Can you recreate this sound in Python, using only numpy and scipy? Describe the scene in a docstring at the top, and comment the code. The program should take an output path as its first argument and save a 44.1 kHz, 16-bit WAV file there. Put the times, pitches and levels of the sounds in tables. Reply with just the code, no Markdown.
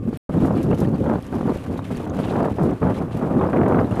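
"""Low rumbling gusts with a ragged flutter on top buffet a microphone on a boat beside an iceberg.
Turbulent eddies make the rumble as pressure fluctuations; single ones strike as thumps and slaps.
Small waves lap and fizz along the ice, drops and spray tick on impact, and bubbles ring as resonators.
In the lulls the idling engine hums faintly. Near the start the sound cuts out briefly with a click."""
import sys
import numpy as np
from scipy import signal
from scipy.fft import rfft, irfft
from scipy.io import wavfile
from scipy.ndimage import uniform_filter1d

SR = 44100
rng = np.random.default_rng(int(sys.argv[2]) if len(sys.argv) > 2 else 0)


def to_wav(s):
    """Save 16-bit WAV."""
    ch = np.atleast_2d(s).T  # columns
    pcm = np.round(np.clip(ch, -1, 1) * 32767)  # PCM
    wavfile.write(sys.argv[1], SR, pcm.astype(np.int16))


N = 176400

# Spectra of the wind's low, middle and upper bands, and of spray: frequency_hz, relative_density_db
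RUMBLE_SPECTRUM = [(25, -33), (60, -12.5), (100, -5), (150, 1), (250, 0), (350, -6.5), (500, -11),
                   (800, -29.5), (1500, -52.5), (4000, -81.5)]
FLUTTER_SPECTRUM = [(100, -25), (250, 5), (450, 1.5), (650, 0), (900, -4.5), (1200, -10), (1600, -19),
                    (2200, -34.5), (3200, -41.5), (6000, -67.5), (14000, -64)]
RASP_SPECTRUM = [(700, -17), (1300, 6), (1900, 2.5), (2500, -6.5), (3200, -19.5), (4500, -39), (9000, -43)]
SPRAY_SPECTRUM = [(1500, -2), (3500, 2.5), (6000, 5), (9000, 1.5), (12000, 5), (14500, -17)]
# Envelope of the water along the ice: time_s, relative_level_db
WATER_LEVELS = [(0, -65), (.08, -62), (.16, -54.5), (.3, -56.5), (.44, -49.5), (.52, -57.5), (.57, -50.5),
                (.69, -57), (.77, -53.5), (.84, -52), (.91, -61), (.97, -54.5), (1.15, -55.5), (1.3, -55.5),
                (1.36, -52), (1.43, -55), (1.55, -50.5), (1.62, -53.5), (1.71, -55.5), (1.78, -55),
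                (1.82, -56.5), (1.95, -48.5), (2.04, -55), (2.12, -57.5), (2.16, -50.5), (2.25, -51.5),
                (2.36, -51), (2.55, -55.5), (2.66, -52.5), (2.8, -58), (2.97, -50.5), (3.09, -61.5),
                (3.15, -52.5), (3.27, -57.5), (3.45, -55.5), (3.62, -58), (3.7, -58), (3.86, -57.5),
                (3.93, -53.5), (4, -49.5)]


def amp(db):
    """Decibels to amplitude ratio."""
    return 10 ** (np.asarray(db) / 20)


def unit(x):
    """Normalisation to an rms of one."""
    return x / np.sqrt(np.mean(x ** 2) + 1e-20)


def curve(rows, column=1):
    """Linear interpolation of one column of a timed table, at every sample."""
    rows = np.array(rows)
    return np.interp(np.arange(N) / SR, rows[:, 0], rows[:, column])


def add(mix, start_s, sound):
    """Superposition of a sound on the mix from a given time."""
    part = mix[max(round(start_s * SR), 0):][:len(sound)]
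    part += sound[:len(part)]


def pulse(t, db, rise_s, decay_s):
    """Envelope of a damped transient: linear rise, exponential decay."""
    return amp(db) * np.minimum(t / rise_s, 1) * np.exp(-t / decay_s)


def colour(x, spectrum):
    """Minimum-phase filtering by a spectrum; the result has an rms of one."""
    hz, db = np.transpose(spectrum)
    log_hz = np.log(abs(np.fft.fftfreq(N, 1 / SR)) + 1)
    log_gain = np.log(amp(np.interp(log_hz, np.log(hz), db)))
    response = np.exp(np.conj(signal.hilbert(log_gain)))
    return unit(irfft(rfft(x) * response[:N // 2 + 1], N))


def noise():
    """Gaussian white noise."""
    return rng.standard_normal(N)


def wander(low_hz, high_hz):
    """Random drift: noise band-passed between two rates."""
    hz = np.fft.rfftfreq(N, 1 / SR)
    return unit(irfft(rfft(noise()) * hz / (hz + low_hz) / (1 + (hz / high_hz) ** 2), N))


def impacts(per_s, spread_db):
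    """Shot noise: independent clicks of random sign and size."""
    size = amp(spread_db * np.minimum(rng.exponential(1, N), 4))
    return unit(size * rng.choice([-1, 1], N) * (rng.random(N) < per_s / SR))


def steadied(x, samples):
    """Division by the running rms removes chance swells, so that an envelope can set the level."""
    return x / np.sqrt(uniform_filter1d(uniform_filter1d(x ** 2, samples), samples // 2) + 1e-9)


def wind():
    """Turbulent pressure on the microphone: a thud, a rumble and a flutter that rasps in strong gusts."""
    # Gust envelopes: time_s, relative_rumble_db, relative_flutter_db
    gusts = [(0.0, -33.5, -57), (0.048, -29, -69), (0.086, -17, -35), (0.096, -21.5, -49),
             (0.118, -36, -62), (0.132, -24, -45), (0.17, -36.5, -56), (0.3, -22, -31.5),
             (0.325, -28.5, -43), (0.34, -22, -35.5), (0.38, -12.5, -28), (0.4, -23, -40), (0.43, -7, -25),
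             (0.47, -21.5, -28), (0.54, -20, -30.5), (0.61, -17.5, -34), (0.625, -29, -50),
             (0.645, -20, -31.5), (0.7, -16.5, -37), (0.725, -14, -22.5), (0.77, -27.5, -42),
             (0.825, -15, -30), (0.855, -20, -37.5), (0.91, -21, -43), (0.945, -17, -32.5),
             (0.975, -31.5, -38), (1.01, -15, -50), (1.035, -23.5, -36), (1.07, -20, -26),
             (1.145, -21.5, -24), (1.188, -24.5, -37), (1.205, -43, -45.5), (1.31, -33, -47),
             (1.345, -25.5, -28.5), (1.368, -20, -36.5), (1.398, -27, -35), (1.425, -24, -43),
             (1.445, -22.5, -38.5), (1.48, -17.5, -25), (1.518, -22, -28.5), (1.535, -26, -39),
             (1.6, -35.5, -48), (1.67, -35.5, -37.5), (1.69, -24, -47), (1.72, -23.5, -36),
             (1.82, -32, -44.5), (1.895, -33.5, -45), (1.915, -23, -30.5), (1.95, -27.5, -46),
             (2.0, -28.5, -34.5), (2.035, -34, -36), (2.09, -25.5, -37), (2.14, -29.5, -34),
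             (2.2, -20.5, -32.5), (2.24, -26.5, -34), (2.28, -26.5, -32.5), (2.38, -23, -23),
             (2.48, -24, -25), (2.493, -33, -29.5), (2.518, -19.5, -35), (2.535, -29.5, -50),
             (2.58, -32, -37), (2.59, -34, -28.5), (2.615, -15, -27), (2.73, -22.5, -32), (2.752, -32, -41),
             (2.808, -40, -49), (2.82, -17, -25.5), (2.85, -16.5, -24.5), (2.92, -22, -26.5),
             (2.94, -28, -41), (2.965, -27.5, -35), (3.03, -22, -30), (3.06, -28.5, -40),
             (3.115, -33.5, -39), (3.15, -22, -38.5), (3.2, -29.5, -34.5), (3.235, -19.5, -27),
             (3.28, -26.5, -32), (3.305, -22.5, -28), (3.33, -21.5, -28), (3.38, -12, -30),
             (3.42, -23, -24.5), (3.45, -16.5, -25), (3.495, -26.5, -28.5), (3.526, -25, -34),
             (3.536, -24, -23), (3.61, -12.5, -23), (3.65, -19.5, -23.5), (3.76, -18, -21),
             (3.8, -18, -21.5), (3.85, -18.5, -31), (3.89, -31, -35.5), (3.93, -17, -28),
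             (3.95, -34, -32.5), (4.0, -19.5, -23.5)]
    # Deepest band of the wind: frequency_hz, relative_density_db
    thud_spectrum = [(15, -27), (30, -17), (50, -8), (80, 3.5), (115, 5), (170, -22.5), (400, -54)]
    impact_share, steady_flow_db, rasp_reference_db = 0.64, -17, -22
    rumble_db, flutter_db = curve(gusts, column=1), curve(gusts, column=2)
    rasp_db = -38 + 2 * (flutter_db - rasp_reference_db)  # grows twice as fast as the flutter
    eddies = [np.sqrt(impact_share) * impacts(per_s=900, spread_db=2.5)
              + np.sqrt(1 - impact_share) * noise() for _ in range(3)]
    churn = wander(low_hz=3.5, high_hz=89)
    churn /= 1 + amp(flutter_db - steady_flow_db) ** 2  # the strongest flow is the most even
    thud = steadied(colour(noise(), thud_spectrum), samples=4000)
    rumble = steadied(colour(eddies[0] * amp(2.15 * churn), RUMBLE_SPECTRUM), samples=1300)
    flutter = steadied(colour(eddies[1] * amp(2.66 * churn), FLUTTER_SPECTRUM), samples=1300)
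    rasp = steadied(colour(eddies[2] * amp(11.0 * churn), RASP_SPECTRUM), samples=2600)
    return (thud * amp(-26 + 0.32 * rumble_db) + rumble * amp(rumble_db)
            + flutter * amp(flutter_db + 3) + rasp * amp(rasp_db))


def lapping():
    """Small waves modulate a broadband wash and the shot noise of drops: dense fizz, sparse crackle."""
    # Spectra of the waves and of the drops: frequency_hz, relative_density_db
    wash_spectrum = [(100, 29), (400, 20.5), (800, 15), (1500, 21), (2500, 12.5), (3700, 7.5), (5000, 2),
                     (7000, -1), (10500, 0), (13000, -11.5), (14500, -4)]
    drop_spectrum = [(800, -7), (2500, 13.5), (4500, 0.5), (7000, -0.5), (11000, -3), (14500, -5.5)]
    envelope = amp(curve(WATER_LEVELS) + 2.1 * wander(low_hz=2, high_hz=40))
    wash = amp(7) * colour(noise(), wash_spectrum)
    fizz = amp(-3) * colour(impacts(per_s=830, spread_db=2.5), drop_spectrum)
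    crackle = amp(-10) * colour(impacts(per_s=200, spread_db=-7.5), drop_spectrum)
    return envelope * (wash + fizz + crackle)


def engine():
    """Periodic vibration of the idling engine gives a line spectrum of faint, slightly drifting tones."""
    # Partials of the hum: pitch_hz, rms_level_db
    partials = [(113, -40), (205, -49.5), (270, -43.5), (526, -53), (742, -62.5), (1084, -59),
                (1174, -57.5)]
    hum = np.zeros(N)
    for hz, db in partials:
        cycles = np.cumsum(hz * (1 + 0.002 * wander(low_hz=1, high_hz=7.8))) / SR
        amplitude = np.sqrt(2) * amp(db + 0.8 * wander(low_hz=0.77, high_hz=6.2))
        hum += amplitude * np.sin(2 * np.pi * cycles)
    return hum


def bubble(hz, db, decay_s):
    """A bubble is a damped oscillator; its rough ring rises in pitch as it dies."""
    roughness, glide_per_s = 0.45, 6.7
    t = np.arange(SR // 20) / SR
    wobble = 1 + roughness * unit(uniform_filter1d(rng.standard_normal(len(t)), size=50))
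    ring = np.sin(2 * np.pi * hz * (t + glide_per_s * t ** 2 / 2))
    return pulse(t, db, rise_s=0.00095, decay_s=decay_s) * wobble * ring


def bubbles(small_count=260):
    """Bubble resonance: a few clear plinks among many small ones whose level follows the lapping."""
    # Clearly ringing bubbles: start_s, pitch_hz, level_db, decay_s
    plinks = [(.581, 2240, -35, 0.0049), (0.712, 2650, -39, 0.0091), (0.745, 2930, -38, .004),
              (.848, 1770, -30.5, 0.005), (.944, 4400, -48, 0.0054), (1.44, 2950, -41, 0.0033),
              (1.486, 4500, -48, .004), (1.774, 3800, -44, .005), (1.792, 3680, -43, .004),
              (1.955, 4400, -42, .004), (2.098, 6350, -35.5, 0.0019), (3.912, 2690, -39, .008)]
    low_hz, high_hz, decay_cycles = 1280, 5050, 9.4
    rings, water_db = np.zeros(N), curve(WATER_LEVELS)
    for start_s, hz, db, decay_s in plinks:
        add(rings, start_s, bubble(hz, db, decay_s))
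    for when, pitch, strength in rng.random((small_count, 3)):
        onset = int(when * N)
        hz = low_hz * (high_hz / low_hz) ** pitch
        db = water_db[onset] + 3.5 + 9 * strength ** 2
        add(rings, onset / SR, bubble(hz, db, decay_cycles / hz))
    return rings


def buffets():
    """Pressure transients of single eddies: soft ones thump, hard ones slap with a jolt and a rasp."""
    # Eddies striking the microphone: start_s, level_db, decay_s, hardness (0 to 1)
    strikes = [(.128, -29.5, 0.0058, 0.97), (0.339, -24, .009, .9), (0.507, -18.5, 0.0069, 0.7),
               (0.599, -32, 0.0055, .8), (0.713, -24, 0.0089, 1), (0.828, -7, 0.0043, 0.03),
               (0.872, -13, 0.011, 0.02), (1.035, -31, 0.0087, 0.6), (1.326, -25.5, 0.0093, 0.6),
               (1.409, -21.5, 0.0048, 0.9), (1.428, -23, 0.0028, 1), (1.475, -18.5, 0.0068, 0.5),
               (1.559, -14, 0.0062, 0), (1.791, -17, 0.0019, 0.87), (1.904, -25.5, 0.0041, 0.96),
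               (1.965, -15.5, 0.0038, 0), (2.064, -30, 0.0097, 1), (2.189, -22.5, 0.012, 0.8),
               (2.439, -24, 0.006, 1), (2.584, -18, .013, 0.66), (2.641, -29, 0.0051, 0.9),
               (2.815, -28, 0.014, 0.8), (2.838, -16.5, 0.0049, 0.45), (2.857, -14, .006, 0.3),
               (3.015, -28, 0.012, 0.7), (3.213, -21.5, 0.0084, 0.9), (3.229, -19.5, .011, 0.95),
               (3.411, -15.5, 0.0061, 1), (3.53, -15.5, 0.012, 1), (3.964, -34, .008, 1)]
    rise_s, jolt_hz = 0.00156, 380
    soft, hard, fronts = np.zeros((3, N))
    t = np.arange(SR // 8) / SR
    phase = 2 * np.pi * jolt_hz * (t - rise_s)
    jolt = (1 - 2 * phase ** 2) * np.exp(-phase ** 2)  # the pressure front of a hard buffet
    for start_s, db, decay_s, hardness in strikes:
        blow = pulse(t, db, rise_s, decay_s)
        add(soft, start_s, np.sqrt(1 - hardness) * blow)
        add(hard, start_s, np.sqrt(hardness) * blow)
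        add(fronts, start_s, hardness * amp(db + 1) * jolt)
    slap = steadied(colour(noise(), FLUTTER_SPECTRUM), samples=200)
    rasp = amp(-18.5) * colour(noise(), RASP_SPECTRUM)
    thump = steadied(colour(noise(), RUMBLE_SPECTRUM), samples=400)
    return soft * thump + hard * (slap + rasp) + fronts


def wavelet_slaps():
    """Each wavelet meets the ice as a quick swell of dense shot noise, heard as a grainy splash."""
    # Wavelets slapping the ice: start_s, length_s, level_db
    wavelets = [(0.136, 0.024, -51.5), (0.542, 0.1, -53), (0.935, 0.03, -59), (1.76, 0.031, -52),
                (1.838, 0.021, -45), (2.174, 0.077, -52.5), (2.229, 0.046, -44.5), (2.282, 0.042, -43),
                (2.94, 0.05, -49.5), (3.108, 0.039, -48)]
    # Spectrum of the splash: frequency_hz, relative_density_db
    splash_spectrum = [(400, -27), (1200, 1.5), (2700, 8), (3800, 4.5), (5500, -9), (9000, -10),
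                       (14000, -29)]
    swell = np.zeros(N)
    for start_s, length_s, db in wavelets:
        progress = np.linspace(0, 1, int(length_s * SR))
        add(swell, start_s, amp(db) * np.sin(np.pi * progress ** 0.73))
    return swell * colour(impacts(per_s=3700, spread_db=2.5), splash_spectrum)


def sharp_ticks():
    """Short impulses have wide spectra: a click as the sound cuts out, then single drops snapping."""
    # Sharp ticks: start_s, level_db
    ticks = [(0.173, -34), (0.7467, -39), (.753, -41), (1.2667, -38), (1.353, -38), (1.357, -41),
             (1.557, -40), (1.673, -44), (1.728, -43), (1.9714, -32), (2.149, -40), (2.202, -40),
             (3.911, -38)]
    snap_decay_s, tail_decay_s, tail_db = 0.00043, 0.003, -23
    snaps, t = np.zeros(N), np.arange(SR // 30) / SR
    envelope = np.exp(-t / snap_decay_s) + amp(tail_db) * np.exp(-t / tail_decay_s)
    for start_s, db in ticks:
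        add(snaps, start_s, amp(db) * envelope)
    return snaps * steadied(colour(noise(), SPRAY_SPECTRUM), samples=24)


def spray_spatters():
    """The impacts of landing spray add incoherently into short, bright bursts of noise."""
    # Spray landing: start_s, level_db, decay_s
    landings = [(0.455, -46, 0.019), (0.629, -43.5, 0.011), (.747, -50, 0.0028), (.783, -47.5, 0.022),
                (0.803, -39.5, 0.0066), (1.224, -47, 0.004), (1.545, -51, 0.0026), (1.776, -44, .004),
                (2.632, -47.5, .014), (3.172, -46, .005), (3.681, -48.5, 0.011)]
    bursts, t = np.zeros(N), np.arange(SR // 10) / SR
    for start_s, db, decay_s in landings:
        add(bursts, start_s, pulse(t, db, rise_s=0.00046, decay_s=decay_s))
    return bursts * colour(noise(), SPRAY_SPECTRUM)


def scene():
    """Superposition of wind, water, engine and ticks, in mono."""
    return (wind() + lapping() + engine() + bubbles() + buffets()
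            + wavelet_slaps() + sharp_ticks() + spray_spatters())[None]


def record(dry):
    """Soft limiting holds the strongest gusts; a brief dropout and a low-pass filter follow."""
    limit_db, averaging_s, cutoff_hz = -12.5, 0.0028, 14000
    stop_s, resume_s, fade_out_s, fade_in_s = 0.1742, 0.2916, 0.00038, 0.0024
    t = np.arange(N) / SR
    window = np.hanning(int(2 * averaging_s * SR))
    power = signal.oaconvolve(dry[0] ** 2, window / window.sum(), "same")
    overload = power / amp(limit_db) ** 2
    limited = dry / (1 + overload ** 4) ** (1 / 8)
    gate = np.clip(np.maximum((stop_s - t) / fade_out_s, (t - resume_s) / fade_in_s), 0, 1)
    lowpass = signal.firwin(511, cutoff_hz, window=("kaiser", 9), fs=SR)
    return signal.oaconvolve(limited * gate, lowpass[None], "same")


dry = scene()
out = record(dry)
to_wav(out)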